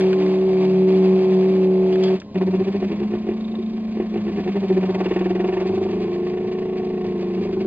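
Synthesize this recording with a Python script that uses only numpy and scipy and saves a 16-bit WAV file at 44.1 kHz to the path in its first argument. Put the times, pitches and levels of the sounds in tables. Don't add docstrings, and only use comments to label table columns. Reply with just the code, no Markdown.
import sys
import numpy as np
from scipy import signal
from scipy.fft import rfft, irfft
from scipy.io import wavfile
from scipy.ndimage import uniform_filter1d, map_coordinates

SR = 44100
rng = np.random.default_rng(int(sys.argv[2]) if len(sys.argv) > 2 else 0)


def boost_factor(decibels):
    exponent = np.asarray(decibels, float) / 20
    return 10 ** exponent


def generate_wav(sig):
    pcm = np.round(np.clip(np.atleast_2d(sig).T, -1, 1) * 32767).astype(np.int16)
    wavfile.write(sys.argv[1], SR, pcm)


N = 338200
T = np.arange(N) / SR

STEP_HZ, STOP_S = 37.55, 2.142
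LOCK_HZ = 187.6
# t/s, motor load/dB, bearing rattle/dB
TRAVEL = [(0.0, -18.5, -37), (0.05, -15.5, -41), (0.25, -17.5, -42.5), (0.42, -17, -47.5),
          (0.65, -16.5, -41.5), (0.85, -15.5, -47), (0.89, -15, -42), (1.86, -16.5, -47.5),
          (2.14, -16, -41.5)]
# t/s, level/dB
EFFORT = [(2.34, -2.9), (2.6, 0), (3.0, -2), (3.6, 2), (4.2, -0.5), (4.8, 1), (5.4, 1.5), (6.0, 0.45),
          (6.6, 0.4), (7.2, -0.8), (7.67, -2.9)]


def curve(rows, t=T):
    s, *columns = np.transpose(rows)
    return [np.interp(t, s, c) for c in columns]


def evened(x, seconds=None):
    power = np.mean(x ** 2)
    if seconds:
        size = int(seconds * SR)
        power = uniform_filter1d(uniform_filter1d(x ** 2, size), size)
    return x / np.sqrt(abs(power) + 1e-12)


def noise(points):
    f, db = np.transpose(points)
    hz = np.fft.rfftfreq(N, 1 / SR)
    shape = boost_factor(np.interp(np.log(hz + 1), np.log(f + 1), db, -99, -99))
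    return evened(irfft(rfft(rng.standard_normal(N)) * shape, N))


def wander(hz, size=N):
    coarse = T[:size:128]
    knots = rng.standard_normal(int(N / SR * hz) + 2)
    return np.interp(T[:size], coarse, map_coordinates(knots, [coarse * hz], order=3))


def ring(x, modes):
    t = np.arange(5000) / SR
    body = sum(boost_factor(db) * w * t * np.exp(-np.pi * w * t) * np.sin(2 * np.pi * hz * t) for hz, w, db in modes)
    return signal.oaconvolve(x, body)[:N]


def gate(t0, t1, rise=0.0024, fall=.01):
    return np.clip((T - t0) / rise, 0, 1) * np.exp(-np.maximum(T - t1, 0) / fall)


def tone(hz, db):
    return np.sqrt(2) * boost_factor(db) * np.sin(2 * np.pi * (np.cumsum(hz + 0 * db) / SR + rng.random()))


def positions():
    corners = [5.16, 5.36, 5.45, 5.66, 5.88, 6.08, 6.25, 7.15, 7.38, 7.52, 7.7]
    knots = np.sort(np.r_[np.arange(2.2, 5.15, .1), np.arange(6.35, 7.1, .1), corners])
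    angle = .51932 * (knots - 3.6605)
    bed = .07 + 54.604 * (1 - np.cos(angle))
    head = .81 + 53.33 * np.sin(angle)
    return np.interp(T, knots, bed), np.interp(T, knots, head)


def pace(position):
    return uniform_filter1d(abs(np.gradient(position)) * SR, size=4000)


def microsteps(steps, spread_db=.6, lead=.006):
    jumps = [0, -4, -10, -18, -22, -18, -10, -4]
    lumps = [(5, 1.4), (11, 0.77), (18, 5.2), (23, 2.6), (28, 1.78)]
    position = np.interp(T + lead, T, steps)
    count = np.floor(8 * position + .5).astype(int)
    at = np.flatnonzero(np.diff(count)) + 1
    lumping = np.interp(abs(np.gradient(position)[at]) * SR, *np.transpose(lumps))
    spread = spread_db * rng.standard_normal(N)[at]
    clicks = np.zeros(N)
    clicks[at] = boost_factor(np.array(jumps)[count[at] % 8] * lumping + spread)
    return clicks


def travel():
    # f/Hz, level/dB
    sidelines = [(150.7, -43.5), (188.4, -21), (301.5, -31.5), (376.8, -18), (452.2, -42), (489.9, -47.5),
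                 (527.6, -47.5), (565.2, -43), (602.9, -48), (640.6, -47), (678.3, -43.5), (753.7, -51),
                 (823.6, -51.5), (861.3, -56), (899.0, -54), (936.7, -69.5), (1050, -55), (1125, -59.5)]
    n = int(2.4 * SR)
    t, load_db, tone_hz = T[:n], curve(TRAVEL)[0][:n], 5 * STEP_HZ
    out = tone(tone_hz + 1.3 * wander(16, n), load_db - 5 + 1.7 * wander(11.24, n))
    rings_on = boost_factor(-3.5) * out * gate(STOP_S, STOP_S + .012, rise=0.016, fall=0.019)[:n]
    out += tone(2 * tone_hz + 0.85 * wander(13, n), load_db - 1 + 0.69 * wander(11, n))
    beat = np.cos(np.pi * 3.05 * (t - .29)) + 0.21
    out += tone(301.7, -30.5 - 2.5 * t + 2.1 * wander(9, n)) * beat
    for hz, db in sidelines:
        if min(abs(hz - 188), abs(hz - 376), abs(hz - 301)) > 15:
            order_hz = STEP_HZ * round(hz / STEP_HZ)
            out += tone(order_hz + 0.64 * wander(5, n), db + 1.0 + 2.4 * wander(5, n))
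    return np.r_[out * gate(-1, STOP_S, fall=0.014)[:n] + rings_on, np.zeros(N - n)]


def arc():
    bed_turns, head_turns = positions()
    speed = np.maximum(pace(head_turns), LOCK_HZ / 8)
    grip = gate(0, 4.9, fall=.12) / (1 + ((16 * speed - 377.8) / 18.6) ** 4)
    motors = head_song(bed_turns, speed, grip) + bed_whine(bed_turns)
    return (frame_knocks(bed_turns, grip) + motors) * gate(2.343, 9, rise=.015)


def frame_knocks(bed_turns, grip):
    # f/Hz, width/Hz, level/dB
    upper_modes = [(367, 42, 0), (415, 36, -14), (340, 40, -17), (735, 90, -27), (1085, 70, -32),
                   (560, 80, -34)]
    lower_modes = [(195.1, 19, 11.5), (222, 15.7, 4), (265, 29, 5.5), (28, 5.9, -26)]
    boom_modes = [(101.7, 23, 0)]
    loose_modes = [(345, 75, 0), (380, 70, -2), (275, 60, -11), (700, 200, -17)]
    frame_gait = [(1.98, -30, -36, -53), (5, -25.5, -45, -51), (9.05, -27.5, -32, -40),
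                  (12, -28, -32.5, -45.5), (16.45, -22, -37.5, -46), (19.2, -21.5, -31.5, -45.5),
                  (22.6, -22.5, -38.5, -49), (25.18, -22, -29, -39), (26.6, -25.5, -27, -42),
                  (27.2, -29, -31, -49)]
    back_changes = (-.5, 3, -3)
    # t/s, level/dB
    turn_steps = [
        (3.511, -22.5),
        (3.585, -16),
        (3.732, -22),
    ]
    clicks = microsteps(bed_turns)
    modes = (upper_modes, loose_modes, lower_modes, boom_modes)
    upper, loose, lower, boom = (evened(ring(clicks, m), .16) for m in modes)
    bed_speed = pace(bed_turns)
    crawl = np.clip((14 - bed_speed) / 4, 0, .8)
    slack = np.sqrt(crawl) * loose * np.clip(bed_speed / 12, .5, 1)
    upper = np.sqrt(1 - crawl) * upper + slack
    upper = upper * (1 - .8 * grip)
    upper = upper + boost_factor(-25) * (upper ** 2 - 1) + boost_factor(-46.0) * upper ** 3
    drag_db = 0.39 * curve(EFFORT)[0]
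    running_back = gate(6.685, 9, rise=0.33)
    knock = sum(boost_factor(db + drag_db + back_db * running_back) * part
                for db, back_db, part in zip(curve(frame_gait, bed_speed), back_changes, (upper, lower, boom)))
    moving = 1 - gate(3.36, 3.93, rise=0.045, fall=0.021)
    lone = np.zeros(N)
    for s, db in turn_steps:
        lone[int(s * SR)] = boost_factor(db) * 5
    return knock * moving + ring(lone, upper_modes)


def head_song(bed_turns, speed, grip):
    head_orders = [(1, -15.5), (3.95, -17.5), (5.37, -17.5), (6.974, -9), (7.98, 1), (9, -17), (12.3, -22),
                   (13.34, -18), (16.4, -26), (24.45, -30), (21.06, -38.5), (21.83, -29), (26.06, -27.5),
                   (40.2, -35.5), (39.3, -41), (43.8, -43.5)]
    turns, sing, waver = np.cumsum(speed) / SR, np.zeros(N), wander(20)
    held, free = gate(0, 5.66, fall=.07), gate(0, 4.85, fall=0.28)
    for k, db in head_orders:
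        under_db = -.6 * np.clip(180 - k * speed, 0, 30)
        level = boost_factor(db + under_db + 0.18 * waver)
        sing += level * np.cos(2 * np.pi * k * turns) * (held if round(k) == 8 else free)
    lock_db = 5.5 / (1 + ((8 * speed - LOCK_HZ) / 2.7) ** 2)
    sing *= boost_factor(-27 + lock_db) * np.sqrt(2)
    sing *= boost_factor(-6 * np.clip((T - 4.8) / 0.22, 0, 1))
    surge = np.cos(np.pi * np.interp(T - 0.0022, T, bed_turns)) ** 4 * 1.2
    octave = sum(boost_factor(db) * np.cos(2 * np.pi * k * turns) for k, db in ((16, 0), (24, -21), (32, -22)))
    return sing + boost_factor(-21 + 1.9 * wander(14)) * 2 * grip * surge * octave


def bed_whine(bed_turns):
    bed_orders = [(6, -37), (13, -26.5), (23, -47.5), (24, -47.5), (25, -58), (26, -45.5), (32, -59.5),
                  (39, -52.5)]
    whine = sum(boost_factor(db + 1.2 * wander(4.1)) * np.cos(2 * np.pi * k * bed_turns) for k, db in bed_orders)
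    fast = np.clip((pace(bed_turns) - 25.5) / 2.2, .25, 1)
    return np.sqrt(2) * whine * fast * gate(5.66, 9, rise=.1)


def rattle():
    # f/Hz, level/dB per Hz
    bearing_bands = [(710, -43.5), (1200, -18.5), (1240, -19.5), (1430, -17.5), (1630, -12), (1720, 0),
                     (1800, 0.5), (2220, -4.5), (2350, -2.5), (2860, -2.5), (3110, -16.5), (3530, -9),
                     (3810, -19.5), (4700, -24.5), (5020, -19), (6530, -32), (11000, -55.5)]
    body_bands = [(250, -32), (420, 1), (470, -6), (613, -4.5), (751, -1.5), (817, -13.5), (919, -6.5),
                  (1010, -15), (1110, -9), (1240, -24.5), (1500, -18), (1950, -39.5), (3300, -120)]
    hiss_bands = [(710, -35.5), (1200, -6.5), (1440, -18), (1760, -8), (1950, -9), (2370, -3), (2830, -8),
                  (2960, -12), (3260, -9.5), (3630, -12.5), (3930, -15), (4560, -11.5), (5020, -18),
                  (6530, -26.5), (7600, -29), (11000, -50.5)]
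    # f/Hz, width/Hz, level/dB
    ball_modes = [(3670, 290, 2), (2520, 280, -16.5)]
    rattle_gait = [(2, -54, -42, 0.9), (5, -48.5, -38, 0.38), (11.3, -43.5, -34.5, 0.6),
                   (14.8, -45, -34, 0.64), (18.1, -40.5, -27.5, 0.34), (21, -42.5, -31, 0.35),
                   (22.7, -41.5, -28.5, 0.05), (25.1, -45.5, -33, 1), (29.6, -48, -42, 0.34)]
    bed, head = positions()
    arc_db, arc_body_db, slide = curve(rattle_gait, pace(bed))
    slide = np.clip(slide, 0, 1)
    drag = boost_factor(curve(EFFORT)[0])
    level = boost_factor(curve(TRAVEL)[1] + 1.33) * gate(-1, STOP_S + 0.013, fall=0.021)
    t = np.arange(3000) / SR
    puff = t * np.exp(-t / .006)
    bed_shake, head_shake = (evened(signal.oaconvolve(microsteps(a, 1.3, .008), puff)[:N], .3)
                             for a in (bed, head))
    buzz = 1 + 0.37 * np.cos(2 * np.pi * 5 * STEP_HZ * T) + 0.14 * wander(30)
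    on_arc, grain, hiss = T > 2.345, boost_factor(1.3 * wander(150)), noise(hiss_bands)
    by_bed = np.sqrt(1 - slide) * bed_shake * noise(bearing_bands)
    by_head = np.sqrt(slide) * (.55 + .62 * np.minimum(head_shake, 2.2)) * hiss
    bearings = np.where(on_arc, drag * boost_factor(arc_db) * (by_bed + by_head), level * buzz * hiss)
    arc_body = drag * boost_factor(arc_body_db - 3) * (.5 + 0.47 * bed_shake)
    body = np.where(on_arc, arc_body, level * boost_factor(4.5) * buzz) * noise(body_bands)
    strikes = microsteps(head, 4.9, 0.0026) * np.sign(rng.standard_normal(N))
    pings = boost_factor(-53.5) * evened(ring(strikes, ball_modes), .3)
    return grain * (bearings + body) + pings * gate(3.25, 3.56, rise=0.22, fall=.15)


def ticks():
    # t/s, level/dB, f/Hz, t60/s
    knocks = [
        (0.0094, -15, 2400, 0.01),
        (0.129, -17, 1700, 0.029),
        (0.263, -24.5, 2010, 0.015),
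        (1.925, -26, 2320, 0.026),
        (1.9566, -22, 1987, 0.023),
        (2.0357, -25.5, 3163, 0.043),
        (2.0815, -26, 1900, 0.047),
        (2.1622, -26, 1630, 0.022),
        (2.1994, -36, 3840, 0.041),
        (2.216, -30, 1710, 0.034),
    ]
    # start t/s, end t/s, level/dB
    chatter = [
        (1.926, 1.953, -44),
        (2.025, 2.091, -39.5),
    ]
    out, t = np.zeros(N), np.arange(4000) / SR
    for s, db, hz, t60 in knocks:
        decay = boost_factor(-60 * t / max(t60, .005))
        burst = rng.standard_normal(len(t)) * np.minimum(t / 0.0011, 1) * decay
        band = signal.butter(2, [hz * 0.7, hz * 1.55], "bandpass", fs=SR)
        out[int(s * SR):][:len(t)] += boost_factor(db) * 2 * signal.lfilter(*band, burst)
    pulses = np.diff(np.floor(T * 188), prepend=0)
    squeak = evened(ring(pulses, [(3290, 230, -4.0), (2220, 1400, -3.5), (4660, 470, -6)]))
    return out + squeak * sum(boost_factor(db) * gate(a, b, fall=0.0029) for a, b, db in chatter)


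def fan():
    # f/Hz, level/dB per Hz
    air_bands = [(12, -27.5), (20, -8), (54, -7), (143, -3), (216, -4), (273, 2), (413, -14), (521, -9.5),
                 (703, -16), (886, -20.5), (1070, -20), (1170, -32.5), (4170, -30), (4580, -34),
                 (5020, -34.5), (6530, -43), (11000, -59.5)]
    # f/Hz, level/dB
    blades = [(210.4, -42), (410.6, -52), (1052, -59.5), (670, -65)]
    air = boost_factor(-40.5 + 0.78 * wander(29)) * noise(air_bands)
    return air + sum(tone(hz * (1 + .002 * wander(5.5)), db + 3.3 * wander(14)) for hz, db in blades)


def scene():
    x = travel() + arc() + rattle() + ticks() + fan()
    late = irfft(rfft(x) * np.exp(-2j * np.pi * np.fft.rfftfreq(N) * 3.64), N)
    return np.array([late, x]) * np.clip((N - np.arange(N)) / 40, 0, 1)


def band_limit(x):
    return signal.sosfilt(signal.butter(12, 12280, fs=SR, output="sos"), x)


def record(dry):
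    dry = signal.sosfilt(signal.butter(1, 26, "highpass", fs=SR, output="sos"), dry)
    dry = signal.sosfiltfilt(signal.butter(12, 8050, fs=SR, output="sos"), dry, padtype="even")
    bass = signal.sosfilt(signal.butter(4, 600, fs=SR, output="sos"), dry.mean(0))
    mirror = boost_factor(-59.0) * bass * np.cos(2 * np.pi * 12000 * T)
    return band_limit(dry + mirror)


dry = scene()
out = record(dry)
generate_wav(out)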